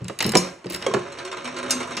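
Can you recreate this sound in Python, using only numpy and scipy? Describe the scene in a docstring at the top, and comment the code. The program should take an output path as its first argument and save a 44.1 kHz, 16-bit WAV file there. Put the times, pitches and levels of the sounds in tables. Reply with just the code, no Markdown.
"""Coin slide of a wooden dice machine: pushed in over a ratchet, slams home, returns with two clacks.
Its knocks ring the cabinet. The released platter whirs on two low notes; five dice rattle around
their glass-topped well. A steel part pings when the slide jolts it or a die hits it.
Heard close by in a small living room."""
import sys
import numpy as np
from scipy import signal
from scipy.fft import rfft, irfft
from scipy.io import wavfile

SR = 44100
rng = np.random.default_rng(int(sys.argv[2]) if len(sys.argv) > 2 else 0)


def file_out(sig):
    """Save sig as 16-bit WAV at sys.argv[1]."""
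    # one column per channel
    cols = np.atleast_2d(sig).T
    # limit, then scale
    lim = np.clip(cols, -1, 1)
    pcm = np.round(lim * 32767).astype(np.int16)
    wavfile.write(sys.argv[1], SR, pcm)


N = 88200

BANDS_HZ = np.geomspace(40, 16000, 18)
# slide knocks (time [s], boom pitch [Hz], boom level [dB], level at each KNOCK_HZ [dB])
KNOCKS = [(.006, 346, -39, -49, -40.5, -55, -50, -88), (0.018, 125, -27.5, -27.5, -43, -50, -58, -62),
          (0.052, 127, -31, -32.5, -47, -54, -36, -84), (.097, 536, -28.5, -36, -28, -30.5, -42.5, -49),
          (0.2046, 905, -22.5, -42, -28, -23, -15.5, -25.5), (0.252, 207, -19, -31.5, -27, -29, -37, -53),
          (0.261, 164, -24, -25, -29, -52, -52, -51), (.283, 210, -19, -35, -25, -39, -63, -61),
          (.335, 367, -55, -56, -24.5, -23.5, -30, -56), (.345, 340, -24, -26, -17.5, -36, -28, -38),
          (0.3521, 745, -14, -28, -13, -15.5, -15.5, -16.5), (.356, 393.5, -13, -29, -15.5, -19, -35, -42),
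          (0.3622, 187, -15.5, -38, -14.5, -44, -56, -50), (0.376, 60, -29, -36, -46, -43, -57, -54),
          (0.643, 317, -32.5, -52, -41, -38.5, -44.5, -53), (.658, 290, -60, -32.5, -26, -50, -50, -48),
          (.706, 340, -29, -48, -33.5, -43, -32.5, -38), (.748, 367, -33.5, -41, -40, -57, -38, -45),
          (0.8657, 519, -13.5, -46, -24, -24, -35, -31.5), (.884, 379, -19.5, -45, -26, -68, -61, -70),
          (0.898, 437, -22, -36, -33, -36, -68, -66), (.913, 1076, -27, -41, -36, -41, -57, -68),
          (0.9376, 710, -19.5, -42, -17, -22.5, -25, -30.5), (.945, 402, -16, -24.5, -20.5, -17, -40, -40),
          (0.967, 367, -22.5, -48, -28, -22, -69, -56)]
KNOCK_HZ = [150, 480, 1400, 3500, 7000]  # bass to treble (frequency [Hz])
KNOCK_T60_S = [(100, .11), (400, 0.067), (1500, 0.046), (4000, 0.044), (12000, 0.024)]  # (frequency [Hz], T60 [s])
PLATE_MODES = [(1120, 3), (2200, -0.5), (3250, 4.5), (5550, -6.5), (6250, -8.5)]  # slide plate (frequency [Hz], level [dB])
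CABINET_MODES = [(139.4, -2.5, 0.15), (184.8, -1.5, 0.28), (225, -2, 0.28), (360, -2, 0.29),
                 (420, 4.5, 0.09), (564, -5.5, 0.35), (734, -5, .14), (1069, 2.5, 0.3)]  # (frequency [Hz], level [dB], T60 [s])

CLICKS = [(0.0439, -57, -50, -30.5, -59), (0.082, -44, -33, -24.5, -44), (.189, -44, -26, -25.5, -30.5),
          (.225, -30, -24, -23.5, -28.5), (.243, -58, -18.5, -23, -44), (0.264, -41, -32, -34, -25),
          (.292, -43, -26.5, -20.5, -32), (0.319, -36, -33, -24, -29.5), (.667, -45.5, -39.5, -39, -72),
          (.699, -52, -34, -43, -32), (.722, -60, -32, -39, -34), (0.732, -53, -38, -31, -40),
          (.742, -45.5, -36, -28.5, -37), (0.7463, -39, -26, -27, -36), (0.761, -49, -42, -34, -35),
          (.824, -38.5, -28.5, -32, -52)]  # pawl and slide (time [s], level at each CLICK_HZ [dB])
CLICK_HZ = [1400, 3500, 7000, 12000]  # mids to top (frequency [Hz])
CLICK_T60_S = [(500, 0.19), (2500, 0.045), (6000, 0.012), (14000, 0.024)]  # (frequency [Hz], T60 [s])
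PAWL_MODES = [(2050, 3), (2950, -1.5), (4070, 2.5), (5200, 10.5), (10050, -16), (12050, 7), (12900, 8),
              (14200, 10)]  # (frequency [Hz], level [dB])
SCRAPES = [(0.202, 0.111, -36.5), (0.7, 0.077, -38)]  # steel on steel (time [s], length [s], level [dB])
SCRAPE_DB = [(600, -10.5), (2200, 0), (8000, -9), (15000, 3)]  # (frequency [Hz], band level [dB])

# steel part pings (time [s], level [dB], cause [0 slide, 1 die], tilt [dB/octave], relative jangle [dB])
PINGS = [(0.264, -34, 0, -17.5, -13), (0.3699, -15, 0, -2.5, -8.5), (1.7072, -17.5, 1, 1, -8),
         (1.9686, -31, 1, -11, -4.5)]
STEEL_HZ = [2740, 3620, 4170, 4718, 5275, 5952, 6298, 6488, 6746, 7505, 8112, 8378, 9052, 10165, 10550,
            10895, 12135]  # modes (frequency [Hz])
STEEL_MODES = [(-50, -14, 0.42), (-32, -14, 0.32), (-19.5, -18, 0.34), (-27, -6.5, 0.16), (3, 1, 0.092),
               (-37, -4, 0.16), (-19, -13.5, 0.27), (-22, -16, .25), (-5, -6, 0.12), (-40, -14, 0.15),
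               (-29, -13, 0.079), (-15.5, -12, 0.22), (-15, -13, 0.11), (-14.5, -17, 0.17),
               (-29, -11, 0.077), (-17, -26, 0.22), (-21, -23, .14)]  # per STEEL_HZ (level by slide [dB], level by die [dB], T60 [s])
JANGLE_DB = [(600, -48), (2500, -10), (6000, 10), (9000, -17), (11000, 8), (14000, -36)]  # (frequency [Hz], band level [dB])

DICE_HITS = [(1.0598, -38, -46, -51), (1.1217, -43, -43.5, -34.5), (1.1856, -38, -34, -34),
             (1.1972, -36, -53, -61), (1.2489, -36.5, -37.5, -29.5), (1.275, -40, -39, -38),
             (1.3141, -36, -34.5, -32.5), (1.326, -35, -39.5, -37), (1.3687, -37.5, -39, -35.5),
             (1.4435, -37, -39, -31), (1.453, -34, -33.5, -32), (1.474, -34.5, -36.5, -32.5),
             (1.5644, -35, -33.5, -31.5), (1.585, -32.5, -36, -29.5), (1.628, -32.5, -40, -33),
             (1.696, -33.5, -33, -28), (1.707, -30.5, -28.5, -63), (1.802, -30, -38.5, -28.5),
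             (1.8276, -38.5, -35.5, -31.5), (1.872, -33.5, -64, -34), (1.9074, -32, -44.5, -31),
             (1.92, -64, -33.5, -40), (1.9698, -33.5, -28.5, -57),]  # on rim and glass (time [s], level at each DICE_HZ [dB])
DICE_HZ = [1300, 3380, 7500]  # mids to treble (frequency [Hz])
DICE_T60_S = [(400, 0.032), (1500, 0.16), (4000, 0.049), (12000, 0.036)]  # (frequency [Hz], T60 [s])
TUMBLE_DB = [(0.359, -54), (.42, -31), (.5, -38.5), (.62, -77), (0.7, -35.5), (.78, -40), (.85, -34),
             (1.0, -35.5), (1.06, -38), (1.16, -38), (1.22, -35.5), (1.29, -49), (1.35, -37.5), (1.42, -36),
             (1.47, -36.5), (1.53, -35), (1.6, -33), (1.76, -28.5), (1.84, -31), (1.874, -36.5),
             (1.93, -30), (1.955, -29.5), (2.0, -32.5)]  # envelope (time [s], level [dB])
TAP_DB = [(60, -17), (130, -14), (250, -10.5), (550, -9), (1200, -2.5), (2400, -4.5), (4000, -12.5),
          (7000, -7.5), (12000, -31)]  # one tumble tap (frequency [Hz], band level [dB])
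RIM_MODES = [(2900, -14), (3850, 13), (4400, 10), (5270, 7), (5950, 7.5), (6850, 5), (8450, 4.5)]  # (frequency [Hz], level [dB])
WELL_MODES = [(370, -0.5, 0.12), (565, -1, 0.16), (693.4, 2, 0.15), (1073, 0, 0.085), (1411, -3, 0.045),
              (1613, -2, 0.11)]  # (frequency [Hz], level [dB], T60 [s])

WHIR_DB = [(.98, -61, -62), (1.1, -43, -51), (1.209, -53, -44), (1.3, -58, -38.5), (1.42, -55, -41.5),
           (1.46, -35.5, -55), (1.55, -44, -45), (1.64, -30.5, -33), (1.76, -28, -59), (1.87, -40, -49),
           (2.0, -42.5, -43)]  # platter envelope (time [s], low note [dB], high note [dB])
WHIR_HZ = [251, 369.3]  # per note (pitch [Hz])
WAVER_HZ = [7, 14]  # per note (modulation bandwidth [Hz])

ROOM_T60_S = [(100, 0.38), (400, 0.42), (1500, 0.4), (5000, 0.34), (9000, 0.46), (15000, 0.37)]  # (frequency [Hz], T60 [s])
ROOM_DB = [(100, -9), (400, -9), (1500, -7.5), (5000, -5.5), (12000, -14)]  # tail (frequency [Hz], gain [dB])
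FLOOR_DB = [(30, -117), (80, -59), (250, -74), (800, -54.5), (2500, -64), (7000, -71), (15000, -114)]  # room noise (frequency [Hz], band level [dB])
DIRECT_COHERENCE = [(100, 1), (300, 0.97), (700, 0.63), (1400, 0.74), (3000, 1), (7000, 1), (14000, 0.9)]  # (frequency [Hz], left-right coherence [0..1])
ROOM_COHERENCE = [(100, 1), (300, 1), (700, 0.2), (1400, 1), (3000, 0.42), (7000, 0.96), (14000, 0.99)]  # (frequency [Hz], left-right coherence [0..1])
MIC_DB = [(30, -22), (70, -8.5), (130, -0.5), (300, -3.5), (400, 1.5), (850, -4), (1100, -1.5), (1600, -4),
          (2100, -0.5), (3000, 0.5), (3400, -5.5), (4100, -0.5), (4750, -2), (5400, 0.5), (8500, 5),
          (11000, 2.5), (12200, 8), (16000, -3)]  # response (frequency [Hz], gain [dB])
STEREO_BALANCE_DB = [(410, 0.64), (560, -3), (1290, -3.5), (2380, 0), (8000, 0)]  # (frequency [Hz], left minus right [dB])
STEREO_PHASE_RAD = [(300, 0), (800, -.6), (1300, .3), (2400, -.1), (4300, -.6), (4900, -1.9), (5275, -4.7),
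                    (5600, -6), (7500, -6.4), (8400, -7.1), (9500, -7.3), (11500, -9), (14000, -9.4)]  # (frequency [Hz], left minus right [rad])


def amp(db):
    """Decibels to gain."""
    return 10 ** (np.asarray(db) / 20)


def unit_rms(x):
    """Scale to rms 1."""
    return x / np.sqrt(np.mean(x ** 2) + 1e-20)


def lookup(table, hz):
    """Interpolate over log frequency."""
    table_hz, values = np.transpose(table)
    return np.interp(np.log(hz + 1), np.log(table_hz), values)


def add(mix, start_s, sound):
    """Mix in at start_s."""
    part = mix[:, round(start_s * SR):][:, :sound.shape[-1]]
    part += sound[..., :part.shape[1]]


def noise_bands(size, coherence):
    """Half-octave stereo noise, rms 1 per band; shape (band, channel, sample)."""
    hz = np.fft.rfftfreq(size, 1 / SR)
    left, independent = np.exp(2j * np.pi * rng.random((2, len(hz))))
    shared = np.clip(lookup(coherence, hz), -1, 1)
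    pair = np.array([left, shared * left + np.sqrt(1 - shared ** 2) * independent])
    masks = [np.interp(np.log(hz + 1), np.log(BANDS_HZ), row, left=0) for row in np.eye(len(BANDS_HZ))]
    return np.array([unit_rms(irfft(pair * mask, size)) for mask in masks])


def burst(spectrum_db, t60_s, rise_s=0.00069):
    """One impact: noise with its own level and decay per band."""
    t, hz = np.arange(8192) / SR, BANDS_HZ[:, None, None]
    attack = 1 - np.exp(-t / (rise_s + 0.57 / hz))
    envelope = attack * 0.00086 ** (t / lookup(t60_s, hz))
    bands = noise_bands(len(t), DIRECT_COHERENCE) * envelope
    energy = (bands ** 2).sum(2, keepdims=True).mean(1, keepdims=True)
    bands *= np.sqrt((envelope ** 2).sum(2, keepdims=True) / energy)
    return (amp(lookup(spectrum_db, hz)) * bands).sum(0)


def ring(modes):
    """Free ringing: a sum of damped sines."""
    length_s = min(max(t60_s for _, _, t60_s in modes), .5)
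    t = np.arange(0, length_s, 1 / SR)
    return sum(amp(db - 60 * t / t60_s) * np.sin(2 * np.pi * hz * t) for hz, db, t60_s in modes)


def resonate(x, modes):
    """Response of a body driven by x; peak gain 20 dB."""
    body = ring(modes)
    peak = abs(rfft(body, SR // 2)).max()
    return signal.fftconvolve(x, 10 * body[None] / peak, axes=1)[:, :x.shape[1]]


def tint(tap, modes, spread_oct, t60_s=.016):
    """Tap plus the brief ring of a small part; pitch varies with the contact point."""
    shifts = 2 ** (spread_oct * rng.uniform(-1, 1, len(modes)))
    shifted = [(hz * shift, db, t60_s) for (hz, db), shift in zip(modes, shifts)]
    return amp(-6) * tap + amp(-12) * resonate(tap, shifted)


def slide_knocks(boom_t60_s=0.055, boom_rise_s=0.0011, return_s=.8645, plate_t60_s=0.032):
    """Each blow is a crack and a boom; the plate clinks on its return stop. All ring the cabinet."""
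    out, t = np.zeros((2, N)), np.arange(SR // 4) / SR
    attack = 1 - np.exp(-t / boom_rise_s)
    for start_s, boom_hz, boom_db, *db in KNOCKS:
        spectrum_db = [(40, db[0] - 24), *zip(KNOCK_HZ, db), (14000, db[-1] - 17)]
        add(out, start_s, amp(-1) * burst(spectrum_db, KNOCK_T60_S))
        boom = amp(boom_db + 5 - 60 * t / boom_t60_s) * attack * np.sin(2 * np.pi * boom_hz * t)
        add(out, start_s, boom)
    clink = ring([(hz, db, plate_t60_s) for hz, db in PLATE_MODES])
    add(out, return_s, amp(-22) * clink)
    return out + amp(-12.5) * resonate(out, CABINET_MODES)


def ratchet():
    """Pawl and slide click; the steel rings briefly."""
    out = np.zeros((2, N))
    for start_s, *db in CLICKS:
        spectrum_db = [(60, db[0] - 9), (500, db[0] - 9), *zip(CLICK_HZ, db)]
        click = burst(spectrum_db, CLICK_T60_S, rise_s=0.00017)
        add(out, start_s, tint(click, PAWL_MODES, spread_oct=.045))
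    return amp(1.5) * out


def slide_scrape(slips_per_s=700):
    """The slide drags along its guide in tiny slips."""
    out = np.zeros((2, N))
    for start_s, length_s, db in SCRAPES:
        size = round(length_s * SR)
        slips = (rng.random(N) < slips_per_s / SR) * rng.standard_normal(N)
        stroke = slips[:size] * signal.windows.tukey(size)
        grit = signal.oaconvolve(stroke[None], burst(SCRAPE_DB, CLICK_T60_S), axes=1)
        add(out, start_s, amp(db) * grit / grit[:, :size].std())
    return out


def steel_pings(jangle_t60_s=0.031):
    """Ring of the steel part and contact jangle; slide and dice favour different modes."""
    tones, jangle = np.zeros((2, 2, N))
    for start_s, level_db, by_die, tilt_db_oct, jangle_db in PINGS:
        modes = [(hz, (die_db if by_die else slide_db) + tilt_db_oct * np.log2(hz / 6000), t60_s)
                 for hz, (slide_db, die_db, t60_s) in zip(STEEL_HZ, STEEL_MODES)]
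        add(tones, start_s, amp(level_db) * ring(modes))
        spectrum_db = [(hz, db + tilt_db_oct * np.log2(hz / 6000)) for hz, db in JANGLE_DB]
        add(jangle, start_s, amp(level_db + jangle_db) * burst(spectrum_db, [(5000, jangle_t60_s)]))
    return tones, jangle


def die_clack(tap, wood_cutoff_hz=2620):
    """One contact, heard through the well's rim and its low-pass wooden floor."""
    wood = signal.butter(2, wood_cutoff_hz, fs=SR, output="sos")
    return tint(tap, RIM_MODES, spread_oct=.1) + amp(-5.5) * signal.sosfilt(wood, tap)


def dice(bounce_s=.009, taps_per_s=500, tap_spread_db=4, tap_kinds=12):
    """Clear hits over a dense tumble of small taps, all ringing the well."""
    hits, tumble = np.zeros((2, 2, N))
    for start_s, *db in DICE_HITS:
        spectrum_db = [(60, db[0] - 22.5), (500, db[0] - 6), *zip(DICE_HZ, db), (14000, db[-1] - 21)]
        hit = die_clack(burst(spectrum_db, DICE_T60_S, rise_s=0.0013))
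        add(hits, start_s, hit)
        add(hits, start_s + bounce_s * (.5 + rng.random()), amp(-6) * hit)  # second corner lands
    for _ in range(tap_kinds):
        onsets = rng.random(N) < taps_per_s / tap_kinds / SR
        taps = onsets * amp(tap_spread_db * np.minimum(rng.exponential(1, N), 3))
        clack = die_clack(burst(TAP_DB, t60_s=[(300, 0.043), (5000, 0.038)]))
        tumble += signal.oaconvolve(taps[None], clack, axes=1)[:, :N]
    tumble_db = np.interp(np.arange(N) / SR, *np.transpose(TUMBLE_DB))
    out = amp(-2) * hits + unit_rms(tumble) * amp(tumble_db - 2.5)
    return out + amp(-7) * resonate(out, WELL_MODES)


def platter(waver=0.7):
    """Spinning platter: two low notes wavering in level and phase."""
    out, t, hz = np.zeros(N), np.arange(N) / SR, np.fft.rfftfreq(N, 1 / SR)
    times_s, *levels_db = np.transpose(WHIR_DB)
    for note_hz, width_hz, db in zip(WHIR_HZ, WAVER_HZ, levels_db):
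        slow_spectrum = rfft(rng.standard_normal((2, N))) * np.exp(-(hz / width_hz) ** 2)
        swell, drift = unit_rms(irfft(slow_spectrum, N))
        note = (1 + waver * swell) * np.sin(2 * np.pi * note_hz * t + 2 * waver * drift)
        out += amp(np.interp(t, times_s, db) - 3) * unit_rms(note)
    return out


def room_tail(x, rise_s=0.0009):
    """Diffuse reverberation with its own decay per band."""
    t, hz = np.arange(SR * 3 // 4) / SR, BANDS_HZ[:, None, None]
    attack = 1 - np.exp(-(t / rise_s) ** 2)
    tail = noise_bands(len(t), ROOM_COHERENCE) * attack * 0.0008 ** (t / lookup(ROOM_T60_S, hz))
    energy = (tail ** 2).sum(2, keepdims=True)
    tail *= np.sqrt(hz / SR / 2 / energy) * amp(lookup(ROOM_DB, hz))
    return signal.fftconvolve(x.mean(0)[None], tail.sum(0), axes=1)[:, :N]


def scene(ping_send_db=-7):
    """Machine, reverberation and room noise."""
    tones, jangle = steel_pings()
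    machine = ratchet() + slide_scrape() + slide_knocks() + jangle + dice()
    floor_gain = amp(lookup(FLOOR_DB, BANDS_HZ[:, None, None]))
    floor = (noise_bands(N, ROOM_COHERENCE) * floor_gain).sum(0)
    return machine + tones + room_tail(machine + amp(ping_send_db) * tones) + platter() + floor


def record(dry, cutoff_hz=16000):
    """Stereo colour with wide, out-of-phase top treble; overload clipping; band limit."""
    hz = np.fft.rfftfreq(2 * N, 1 / SR)
    side = np.array([[.5], [-.5]])
    gain = amp(lookup(MIC_DB, hz) + side * lookup(STEREO_BALANCE_DB, hz))
    response = gain * np.exp(1j * side * lookup(STEREO_PHASE_RAD, hz))
    clipped = np.clip(irfft(rfft(dry, 2 * N) * response)[:, :N], -1, 1)
    lowpass = signal.firwin(511, cutoff_hz, window=("kaiser", 9), fs=SR)
    return signal.oaconvolve(clipped, lowpass[None], "same")


dry = scene()
out = record(dry)
file_out(out)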